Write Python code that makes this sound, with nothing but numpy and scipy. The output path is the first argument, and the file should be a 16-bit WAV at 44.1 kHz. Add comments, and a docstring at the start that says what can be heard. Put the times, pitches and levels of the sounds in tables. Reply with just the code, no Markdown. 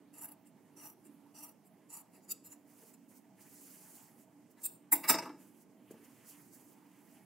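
"""A quiet workroom hums while small steel scissors cut a knitted edge in four crunchy strokes on a sewing table.
They click and snap; cloth slides and swishes, a hand thumps, and the scissors land and bounce on a bed plate.
Steel, plate and table are resonant modes driven by tiny impacts or noise; cloth and hum are noise in bands.
Two close microphone ports hear the treble apart and the middle alike; a faint room echo follows."""
import sys
import numpy as np
from scipy import signal
from scipy.io import wavfile

SR = 44100
rng = np.random.default_rng(int(sys.argv[2]) if len(sys.argv) > 2 else 0)


def master(y):
    """Save y as 16-bit WAV."""
    cut = np.clip(np.atleast_2d(y).T, -1, 1)
    pcm = np.round(cut * 32767)  # scale
    wavfile.write(sys.argv[1], SR, pcm.astype(np.int16))


N = 319708   # samples

# likeness of the two ports for near sources: (frequency [Hz], likeness setting, 1 = alike)
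NEAR_ALIKE = [(100, 1), (1000, .999), (4000, .999), (5000, 0.2), (8000, 0.12), (15000, 0.085)]
# lean of near sources: (frequency [Hz], left minus right gain [dB])
NEAR_LEAN = [(100, 0), (600, 0), (3500, 0), (16000, -.3)]
NEAR_PORTS = (NEAR_ALIKE, NEAR_LEAN)
# scissors landing and bouncing on the bed plate: (onset [s], drive of tips [dB], place from pivot 0 to tip 1,
# drive of roots [dB], of shanks [dB], of handles [dB], of bed plate [dB], swell [s], t60 [s])
KNOCKS = [(4.921, -23, 1, -57.5, -38.5, -36, -40, 0.0074, 0.0097),
          (4.932, -29.5, 1, -60, -50, -46.5, -45, 0.0063, 0.065),
          (4.95, -41.5, 0.9, -59.5, -57.5, -51, -48.5, 0.007, 0.36),
          (5.035, -53.5, 0.85, -58.5, -49.5, -50.5, -47.5, 0.01, 0.69),
          (5.086, -25.5, 0.36, -37.5, -35.5, -30.5, -32.5, 0.013, 0.076),
          (5.114, -37.5, 0.72, -49, -59, -60.5, -54, 0.01, 0.044),
          (5.137, -50, 0.14, -47.5, -44.5, -38.5, -34, 0.0098, 0.13),
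          (5.182, -56.5, 0.039, -52, -54, -40.5, -46, 0.0084, 0.054),
          (5.219, -65, 0.092, -66.5, -65, -54, -50.5, 0.013, .05),
          (5.248, -69.5, 0.29, -70.5, -69, -50.5, -46.5, 0.014, 0.13),
          (5.292, -97, 0.12, -87, -71, -56, -49, 0.0065, 0.15)]


def amp(db):
    """Logarithmic level: the amplitude gain of a level in dB."""
    return 10 ** (np.asarray(db) / 20)


def rms_one(x):
    """Power normalisation: scales a signal to rms 1."""
    return x / np.sqrt(np.mean(x ** 2) + 1e-20)


def at_hz(points, hz):
    """Interpolation along log frequency: reads a table at a given pitch."""
    table = np.array(points)
    return np.interp(np.log(hz), np.log(table[:, 0]), table[:, 1])


def waver(*speeds):
    """Random modulation: low-passed noise moves a gain; each speed is (rms spread [dB], corner rate [Hz])."""
    step, settle = 40, 2000   # samples between drift values; drift values dropped while the filter settles
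    level_db = np.zeros(N // step + 2)
    for spread_db, rate_hz in speeds:
        r = np.exp(-2 * np.pi * rate_hz * step / SR)
        noise = rng.standard_normal(len(level_db) + settle)
        drift = signal.lfilter([1], [1, -2 * r, r * r], noise)[settle:]
        level_db += spread_db * rms_one(drift)
    return np.interp(np.arange(N) / step, np.arange(len(level_db)), amp(level_db))


def swells(starts, levels_db, swell_s, t60_s):
    """Onset and decay: each event swells as a bell curve and falls into a tail; one envelope per row of levels."""
    levels_db = np.atleast_2d(levels_db)
    lead_s = .04   # the bell is drawn from this long before the onset
    out = np.zeros((len(levels_db), N))
    for s, level_db, swell, t60 in zip(starts, levels_db.T, swell_s + 0 * starts, t60_s + 0 * starts):
        start = round((s - lead_s) * SR)
        t = np.arange(min(N - start, SR // 2)) / SR - lead_s - swell   # 0 at the peak
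        bell = np.exp(-(t / swell) ** 2)
        tail = amp(-60 * np.maximum(t, 0) / t60)
        shape = np.where(t < 0, bell, .6 * bell + .4 * tail)
        out[:, start:start + len(t)] += amp(level_db)[:, None] * shape
    return out


def held(times, levels_db, rise_s, fall_s):
    """Sustained excitation: a gain passes through the levels, with bell-shaped flanks before and after."""
    t = np.arange(N) / SR
    before = np.maximum(times[0] - t, 0) / rise_s
    after = np.maximum(t - times[-1], 0) / fall_s
    return amp(np.interp(t, times, levels_db)) * np.exp(-(before + after) ** 2)


def spread(mid, side, ports, hz):
    """Mid-side stereo: shared and opposed signals mix to the likeness and lean set for this pitch."""
    alike_table, lean_table = ports
    alike = np.clip(at_hz(alike_table, hz), -1, 1)
    left_db = at_hz(lean_table, hz)
    mix = np.array([[1, 0.66], [1, -0.92]]) * np.sqrt([(1 + alike) / 2, (1 - alike) / 2])
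    return mix * amp([[left_db / 2], [-left_db / 2]]) @ np.array([mid, side])


def banded_noise(spectrum, ports, band_gain, size=N):
    """Subband synthesis: half-octave noise bands, each with its level, likeness and gain in time; rms 1."""
    out, edges = 0, 25 * 2 ** np.arange(0, 9.6, .5)
    white = rng.standard_normal((2, 2, size))   # neighbouring bands get unrelated noise
    for k, (low, high) in enumerate(zip(edges, edges[1:])):
        hz = np.sqrt(low * high)
        if spectrum[0][0] / 1.5 < hz < spectrum[-1][0] * 1.5:
            band = signal.butter(2, [low, high], "band", fs=SR, output="sos")
            mid, side = signal.sosfilt(band, white[k % 2])
            out = out + amp(at_hz(spectrum, hz)) * band_gain(hz) * spread(mid, side, ports, hz)
    return rms_one(out)


def grains(per_s, uneven_db):
    """Shot noise: dense tiny impacts of uneven size, one train for mid and one for side; rms 1."""
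    uneven = np.minimum(rng.exponential(1, (2, N)), 3)
    sizes = amp(uneven_db * uneven) * rng.standard_normal((2, N))
    return rms_one(sizes * (rng.random((2, N)) < per_s / SR))


def with_strikes(chatter, times, strike_db):
    """Impulsive excitation: adds one sharp push at each time."""
    out = chatter.copy()
    out[:, (times * SR).astype(int)] += amp(strike_db)
    return out


def resonate(push, modes, ports, wavering):
    """Modal superposition: pushes of wavering strength drive parallel two-pole resonators, scaled by noise power."""
    power = sum(np.pi * width / SR * amp(level_db) ** 2 for hz, width, level_db in modes)
    out = 0
    for k, (hz, width, level_db) in enumerate(modes):
        r, w = np.exp(-np.pi * width / SR), 2 * np.pi * hz / SR   # pole radius and angle
        gain = (-1) ** k * amp(level_db) / np.sqrt(power)   # neighbours in opposite sign
        b = np.array([1, 0, -1]) * (1 - r * r) / 2 * gain
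        uneven_push = push * waver(wavering)[:push.shape[1]] + 1e-18
        mid, side = signal.lfilter(b, [1, -2 * r * np.cos(w), r * r], uneven_push)
        out = out + spread(mid, side, ports, hz)
    return out


def along(drives, place):
    """Contact position sets modal drive: interpolates each part's level between pivot (0) and tip (1)."""
    pivot_db, tip_db = np.array(drives)[:, :, None]
    return pivot_db + (tip_db - pivot_db) * place


def workroom_hum():
    """Stationary noise with room resonances: wavering bands, and a few low modes standing out."""
    # background spectrum: (frequency [Hz], relative density [dB])
    hum_spectrum = [(15, -87), (25, -46), (91, -47), (123, -4), (161, -8.5), (185, -8), (285, -4),
                    (394, -16.5), (714, -24), (817, -8.5), (1190, -59), (1560, -20.5), (2220, -45),
                    (5420, -37), (16000, -36)]
    # room resonances: (frequency [Hz], width [Hz], level [dB])
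    drone_modes = [(186.5, 25, 1.5), (293, 12, 9), (296, 48, -16), (449.4, 62, -11), (641.6, 26, -5.5),
                   (855, 150, -11)]
    # port likeness: (frequency [Hz], likeness setting, 1 = alike)
    hum_alike = [(60, 1), (180, 0.83), (550, 0.87), (1650, 0.11), (4970, 0.1), (15000, 0.087)]
    # port lean: (frequency [Hz], left minus right gain [dB])
    hum_lean = [(60, -3.5), (150, -4), (380, -4.5), (950, -3.5), (2380, -1.5), (5980, -6), (15000, -6)]
    hum_db, drone_db = -66.5, -67.5
    ports = (hum_alike, hum_lean)
    broad = banded_noise(hum_spectrum, ports, lambda hz: waver((1.8, 8.0), (1.3, 1.2)))
    drone = resonate(rng.standard_normal((2, N)), drone_modes, ports, (2.5, 4.0))
    return amp(hum_db) * broad + amp(drone_db) * drone


def scissors():
    """Modal excitation: fibre and steel contacts drive blades, handles and plate, with a tone colour set in time."""
    # modes of each part: (frequency [Hz], width [Hz], level [dB])
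    # blades, from tip towards pivot
    point_modes = [(14655, 80, 2.5), (15000, 200, -4), (15300, 47, 3.5), (15300, 120, 2), (15695, 80, 2.5)]
    tip_modes = [(12070, 370, -4.5), (12870, 70, 0.5), (11940, 64, 1), (12800, 80, 4.5), (13200, 100, 1),
                 (14200, 240, 0), (14200, 70, 5), (14600, 90, 3)]
    front_modes = [(10760, 540, -6), (10980, 160, 6), (11580, 260, -6)]
    belly_modes = [(9400, 210, -5.5), (10300, 310, 0.5)]
    shoulder_modes = [(7770, 140, -7), (8550, 90, 1), (8900, 100, 0.5)]
    middle_modes = [(6930, 120, -17), (7286, 110, 4.5), (8100, 170, -2.5)]
    rasp_modes = [(5790, 80, 0.5), (5900, 37, 1), (5950, 90, -7)]
    # around the pivot
    screw_modes = [(4990, 67, -2.5), (5180, 60, 2), (5345, 70, 0)]
    collar_modes = [(4720, 130, 1), (5120, 140, -5.5)]
    rivet_modes = [(4160, 20, -6), (4160, 96, 0.5)]
    root_modes = [(3453, 22, -0.5), (3664, 28, -0.5), (3760, 68, 2)]
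    heel_modes = [(2585, 120, 0), (2806, 190, -2)]
    # shanks and handles
    shank_modes = [(1945, 320, -3), (2120, 50, 0.5), (2250, 45, 1), (2374, 110, -4)]
    neck_modes = [(1630, 270, -3), (1746, 50, 1.5)]
    loop_modes = [(1086, 47, -3), (1167, 60, 1), (1272, 110, 1.5), (1460, 61, -7)]
    handle_modes = [(658.8, 16, 0.5), (872.6, 66, 5.7), (975, 88, 1)]
    # the bed plate
    bed_modes = [(181, 22, -6), (255, 20, -0.5), (306.2, 39, 9), (351, 61, 1.5), (425, 40, -4.5),
                 (500, 55, -9), (593, 10, -5), (622, 90, -9.5), (747, 80, -11.5)]
    # the parting fabric itself, broad and dull
    knit_modes = [(600, 480, -0.5), (1120, 520, 1.5), (1680, 810, -3), (2350, 820, -4)]
    # tone colour of the steel in each stretch of time: (from [s], pitch factor of middles, then extra level [dB] of
    # fronts, bellies, shoulders, rasp, screw, collar, points, heels, roots, rivet, loops, necks)
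    colours = [(0, 0.99, 8, 0.5, -4, -2, -23, -3.5, -5, 0, -13, -12, -6, 5),
               (.4, 1.01, 3.5, -0.5, 1, 1.5, -21, -4, -5, 0.5, -16, -10, -3, 2),
               (1.2, 1.01, 3.5, 1, 1, 0.5, -10, -1, -5, 1.5, -19, -11, -5, -3),
               (1.8, 0.98, 3.5, 3, -4.5, 5, -42, -0.5, -7, 2, -20.5, -6, -5.5, -8),
               (2.2, 0.965, -11, 1.5, -14, -2, -30, 6.5, -6, -1.5, -6, -8, 3, -7),
               (2.42, 0.98, -6, 0, -8, 2, -3, -11, -7, -2.5, -14, -5, 2, 2),
               (4.4, 1.008, 0, -3.5, 2, 4, -5, -2.5, 0, -5.5, -4.5, -0.5, -5, 1),
               (4.849, 1.01, 2.5, 0, 2.5, 1, -3, -2, 1.5, -2.5, 0, -8.5, -14, -10.5),
               (5.021, 0.98, -3.5, 0, -1, -0.5, -4.5, -2.5, -0.5, 3.5, -7.5, -8.5, -0.5, -5.5),
               (5.07, 1.03, -1, -2.5, -0.5, -3, 5.5, -5, -1.5, -4.5, -7.5, -11, -8, -2.5),
               (5.125, 1.01, -2.5, -1, 0, -5, 6, -3, 1, -4.5, -8, -8, -2.5, -3),
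               (5.17, 1.01, -7, -2, -4, 1, 9.5, 1, -7, 0, -24, -17, -10, 3.5),
               (5.205, 1.033, -3, -4, -1, -2, 3, 1, -12, 4, -23, -5, -3.5, 5.5)]
    # the cut catches and slips: (spread [dB], rate [Hz])
    crunch = (0.54, 150)
    knit_db = -4.5   # against the handles' drive under the cut
    strike_db, strike_lead_s = 24, .004   # one hard push per landing, just before the chatter is loudest
    heavy_hz = 6500   # only parts whose first mode lies below this feel the push
    uneven = (1.5, 14)   # wavering of each mode's push: (spread [dB], rate [Hz])

    cut = cutting() * waver(crunch)
    tips, fronts, middles, rasp, roots, shanks, handles, bed = cut + clicking() + knocking()
    from_s, pitch, *extra_db = np.transpose(colours)
    stretch = np.searchsorted(from_s, np.arange(N) / SR, "right").clip(1) - 1
    # in the order of the extra levels in the colours
    shifted = [(front_modes, fronts), (belly_modes, fronts), (shoulder_modes, middles), (rasp_modes, rasp),
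               (screw_modes, roots), (collar_modes, roots), (point_modes, tips), (heel_modes, roots),
               (root_modes, roots), (rivet_modes, roots), (loop_modes, handles), (neck_modes, shanks)]
    colour_gains = amp(extra_db)[:, stretch]
    parts = [(modes, drive * gain) for (modes, drive), gain in zip(shifted, colour_gains)]
    parts += [(tip_modes, tips), (shank_modes, shanks), (handle_modes, handles), (bed_modes, bed)]
    parts += [(knit_modes, cut[6] * amp(knit_db))]

    landings = np.array(KNOCKS)
    loudest_s = landings[:, 0] + landings[:, -2]   # onset plus swell
    impacts = grains(per_s=15000, uneven_db=2.2)
    struck = with_strikes(impacts, loudest_s - strike_lead_s, strike_db)
    out = 0
    for modes, drive in parts:
        push = struck if modes[0][0] < heavy_hz else impacts
        out = out + resonate(push * drive, modes, NEAR_PORTS, uneven)

    # the middles change pitch with each stretch, which sounds them for at most its first second
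    for k, factor in enumerate(pitch):
        bent = [(hz * factor, width, level_db) for hz, width, level_db in middle_modes]
        start = np.argmax(stretch == k)
        push = (impacts * middles * (stretch == k))[:, start:start + SR]
        out[:, start:start + SR] += resonate(push, bent, NEAR_PORTS, uneven)
    return out


def cutting():
    """Moving contact: the cut runs from pivot to tip in each stroke, and yarns part where it stands."""
    # closing strokes: (start [s], hardest [s], end [s], drive of tips at these moments [dB] x 3,
    # extra of middles [dB], of rasp [dB], of roots [dB], of shanks [dB], of handles [dB])
    strokes = [(0.142, 0.232, 0.335, -72, -61, -68, -2.5, -5, -1, 3.3, -0.18),
               (0.774, 0.866, 0.935, -68.5, -58, -71.5, -6.5, 1.5, -1.7, 1.9, -0.24),
               (1.354, 1.465, 1.52, -69, -62.5, -72, -4.5, 1.5, 1.5, 2.2, -1.2),
               (1.902, 1.953, 2.015, -72.5, -61.5, -61.5, 2, -7, 0.19, 2.3, -1.1)]
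    # bundles of yarn parting: (onset [s], drive of tips [dB], swell [s])
    yarns = [(0.1375, -77, 0.0049), (0.1785, -62.5, 0.0083), (0.212, -56, .007), (0.226, -56, 0.0059),
             (0.236, -60, 0.0037), (0.243, -47.5, 0.0036), (0.253, -49.5, 0.0026), (0.285, -60, 0.004),
             (0.315, -59, 0.0046), (0.764, -79, 0.0018), (0.8235, -71, 0.0053), (0.853, -59, 0.0028),
             (0.867, -59, 0.0029), (0.895, -65, 0.0067), (1.366, -73, 0.0072), (1.384, -64, 0.0063),
             (1.402, -61, .004), (1.426, -55.5, 0.015), (1.486, -61, 0.0055), (1.9, -69, 0.0026),
             (1.9264, -56.5, 0.015), (1.965, -57, 0.0089)]
    # drive against the tips, a row at the pivot and a row at the tip:
    # (fronts [dB], middles [dB], rasp [dB], roots [dB], shanks [dB], handles [dB])
    stroke_drives = [(-3.5, 7, 2.5, -5, -24, -2), (-9, -8, -20.5, -23.5, -29, -9)]
    # the same columns for parting yarn
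    yarn_drives = [(-4, 1.5, -4, -48, -30, -7), (-6, -25, -17, -9, -33, -18)]
    bite_s, let_go_s, yarn_t60_s = 0.01, 0.0038, 0.027
    t, effort = np.arange(N) / SR, np.zeros((8, N))   # the eighth row, the bed plate, stays silent
    for start, hardest, end, *levels_db in strokes:
        extra_db = np.array([0, 0, *levels_db[3:]])[:, None]   # none for tips and fronts
        place = np.clip((t - start) / (end - start), 0, 1)
        shear = held([start, hardest, end], levels_db[:3], bite_s, let_go_s)
        shear_db = np.vstack([0 * t, along(stroke_drives, place)]) + extra_db
        effort[:7] += shear * amp(shear_db)
        s, peak_db, swell = np.transpose([row for row in yarns if start - .05 < row[0] < end])
        yarn_place = np.interp(s, t, place)
        parts_db = np.vstack([0 * s, along(yarn_drives, yarn_place)]) + extra_db
        effort[:7] += swells(s, peak_db + parts_db, swell, yarn_t60_s)
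    return effort


def clicking():
    """Impact of steel on steel: the blades are driven at the contact; roots, shanks and handles are jolted."""
    # blades rubbing, opening and snapping shut: (onset [s], drive of tips [dB], place from pivot 0 to tip 1,
    # roots against tips [dB], shanks against tips [dB], swell [s], t60 [s])
    clicks = [(0.457, -75.5, .1, -9, -30, 0.017, 0.071), (1.043, -73.5, 0.19, -10, -11, 0.019, 0.098),
              (1.649, -73.5, 0.52, -15, -19, 0.018, 0.13), (2.127, -72, 0.37, -7, -8, 0.028, 0.24),
              (2.225, -78, .1, -16, -25, 0.023, .09), (2.285, -59.5, 0.22, -16, -19, 0.011, .09),
              (2.303, -41.5, 0.48, -18.5, -35, 0.0099, 0.044),
              (2.316, -39.5, 0.43, -19.5, -36, 0.0034, 0.043),
              (2.444, -57.5, 0.5, -15.5, -24.5, 0.017, 0.26), (2.495, -76, 0.079, -24, -21, 0.02, .11),
              (2.513, -65, 0.15, -12, -12, 0.015, .06), (2.932, -67, 0.36, -10.5, -19, 0.0098, .04),
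              (4.5, -76.5, 0.77, -25, -24, .012, .06), (4.569, -81, 0.36, -5, 7.5, 0.014, .14),
              (4.616, -65, 0.058, -18, -18, 0.0025, 0.15), (4.634, -43.5, 0.55, -21, -36, 0.0086, .07),
              (4.65, -37, 0.76, -22, -34.5, 0.0077, 0.11), (4.69, -65.5, 0.53, -18, -35, 0.034, 0.28)]
    # drive against the tips, a row at the pivot and a row at the tip: (fronts [dB], middles [dB], rasp [dB])
    click_drives = [(3, 5, -8.5), (-14, -10.5, -44)]
    handles_db, bed_db = 2, -31.5   # handles against the shanks, bed plate against the tips
    s, peak_db, place, roots_db, shanks_db, swell, t60 = np.transpose(clicks)
    parts_db = np.vstack([0 * s, along(click_drives, place), roots_db, shanks_db,
                          shanks_db + handles_db, bed_db + 0 * s])
    return swells(s, peak_db + parts_db, swell, t60)


def cloth():
    """Friction noise: sliding knit gives a soft bright hiss with a duller rustle under it, both a little patchy."""
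    # sliding on cloth and table: (first [s], last [s], hiss at first [dB], hiss at last [dB], rise [s], fall [s],
    # rustle against hiss [dB]); where last precedes first, the flanks overlap
    slides_table = [(2.704, 2.875, -71, -63, 0.038, 0.048, -15), (3.118, 3.08, -71, -65, 0.016, 0.066, -12),
                    (3.408, 3.34, -74, -65.5, 0.034, 0.12, -11), (3.6, 3.96, -60, -60.5, 0.13, 0.15, -18),
                    (3.69, 3.72, -86, -82, 0.049, 0.045, -16.5),
                    (4.206, 4.205, -68, -67.5, 0.03, 0.038, -21), (4.71, 3.8, -90, -72, .03, 0.092, -11),
                    (5.422, 5.45, -67, -68.5, 0.045, 0.062, -13),
                    (5.595, 5.62, -73, -68.5, 0.064, 0.022, -37),
                    (5.943, 6.33, -73, -69, 0.089, 0.084, -6.5), (6.44, 6.56, -69, -71.5, 0.1, 0.05, -23),
                    (6.55, 6.68, -68.5, -70, 0.027, 0.11, -18), (7.045, 7.13, -72, -70, 0.19, 0.13, -8.5)]
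    # short bright swishes of cloth, and the slap of the hand at 5.9 s: (onset [s], peak [dB], swell [s])
    swishes_table = [(2.55, -78, 0.013), (2.933, -84.5, 0.0086), (3.0844, -69, 0.013),
                     (3.1494, -65.5, 0.024), (3.4052, -65.5, 0.015), (4.5, -71, 0.015), (4.6, -61, 0.044),
                     (5.909, -61.5, 0.0061), (6.038, -67, 0.011), (6.268, -56.5, 0.033),
                     (6.5285, -71, 0.012), (6.721, -73, 0.011)]
    # bright spectrum: (frequency [Hz], relative density [dB])
    hiss_spectrum = [(2060, -57.5), (3500, 6.5), (3680, -50), (5030, -6), (6690, -3.5), (7550, 1),
                     (9370, -2), (12400, 5), (16000, -0.5)]
    # dull spectrum: (frequency [Hz], relative density [dB])
    rustle_spectrum = [(600, -14.5), (1000, 5.5), (1300, -0.5), (1650, 4), (2000, 1.5), (2400, 6.5),
                       (3000, -8), (4500, -17)]
    # port likeness: (frequency [Hz], likeness setting, 1 = alike)
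    cloth_alike = [(60, 0.69), (180, 0.73), (550, 0.29), (1650, 1), (4970, 0.56), (15000, 0.016)]
    # port lean: (frequency [Hz], left minus right gain [dB])
    cloth_lean = [(60, -4.5), (150, -6.0), (380, 7), (950, -5), (2380, -1), (5980, -1.5), (15000, -3.5)]
    # sliding cloth catches and lets go: (spread [dB], rate [Hz])
    drag = (0.59, 9.5)
    swish_t60_s = 0.073
    rest_db = -82.5   # rustle of cloth that is never quite still
    ports = (cloth_alike, cloth_lean)
    slides = np.array([held(row[:2], row[2:4], *row[4:6]) for row in slides_table]) * waver(drag)
    s, peak_db, swell = np.transpose(swishes_table)
    swishes = swells(s, peak_db, swell, swish_t60_s)[0]
    hiss_gain = slides.sum(axis=0) + swishes
    rustle_gain = amp(np.array(slides_table)[:, 6]) @ slides + amp(rest_db)
    hiss = banded_noise(hiss_spectrum, ports, lambda hz: waver((1.5, 20)))
    rustle = banded_noise(rustle_spectrum, ports, lambda hz: waver((2.2, 15)))
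    return hiss_gain * hiss + rustle_gain * rustle


def thumps():
    """Soft impact: flesh on the table top sends a push and a puff of noise into its low modes."""
    # a hand meets the table top: (onset [s], drive [dB])
    thumps_table = [(2.819, -58), (5.899, -50.5), (5.935, -58.5)]
    # modes of the table: (frequency [Hz], width [Hz], level [dB])
    table_modes = [(237, 40, 5), (333, 70, -1), (450, 42, 5), (552, 63, -6.5), (618, 51, -11),
                   (870, 110, -8.5), (1640, 240, -23)]
    swell_s, t60_s, strike_db = 0.00799, 0.085, 23   # strike against the noise around it
    s, drive_db = np.transpose(thumps_table)
    push = with_strikes(rng.standard_normal((2, N)), s + swell_s, strike_db)
    drive = swells(s, drive_db, swell_s, t60_s)[0]
    return resonate(push * drive, table_modes, NEAR_PORTS, (1, 10))


def knocking():
    """Repeated impact: each landing drives blades, handles and bed plate together."""
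    # drive against the tips, a row at the pivot and a row at the tip: (fronts [dB], middles [dB], rasp [dB])
    knock_drives = [(-5, 0.5, 8), (-8, -11, -27.5)]
    s, peak_db, place, *lower_db, swell, t60 = np.transpose(KNOCKS)
    parts_db = np.vstack([peak_db, peak_db + along(knock_drives, place), *lower_db])
    return swells(s, parts_db, swell, t60)


def room(x):
    """Reverberation: convolution with noise that decays at its own rate in each band."""
    # decay time: (frequency [Hz], t60 [s])
    decay_times = [(150, 0.82), (700, 0.35), (2000, 0.25), (6000, 0.44), (15000, 0.1)]
    # echo colour: (frequency [Hz], relative density [dB])
    echo_colour = [(100, 3), (300, -2.5), (700, -0.5), (1200, -3.5), (2500, -3.5), (4500, -9.5),
                   (7500, -8.5), (11000, -12.5), (16000, -10)]
    t = np.arange(SR // 2 + SR // 5) / SR

    def decay(hz):
        """Exponential decay, silent for the first 6 ms."""
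        return amp(-60 * t / at_hz(decay_times, hz)) * (t > .006)

    echo = banded_noise(echo_colour, NEAR_PORTS, decay, size=len(t))
    mono = x.mean(axis=0)[None]
    return signal.fftconvolve(mono, echo / np.sqrt(len(t)), axes=1)[:, :N]


def scene():
    """Superposition: all sources add at the two ports, the near ones with their echo."""
    room_db = -14.5
    near = scissors() + thumps()
    return near + amp(room_db) * room(near) + cloth() + workroom_hum()


def record(dry):
    """Band limitation: the small microphone loses most of the deep bass, and the top is cut."""
    low_hz, cutoff_hz, bass_share = 96, 16180, .25
    high_pass = signal.butter(4, low_hz, "high", fs=SR, output="sos")
    thin = bass_share * dry + signal.sosfilt(high_pass, dry)
    top_cut = signal.cheby2(24, 80, cutoff_hz, fs=SR, output="sos")   # 80 dB down from the cutoff upwards
    return signal.sosfilt(top_cut, thin)


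dry = scene()
out = record(dry)
master(out)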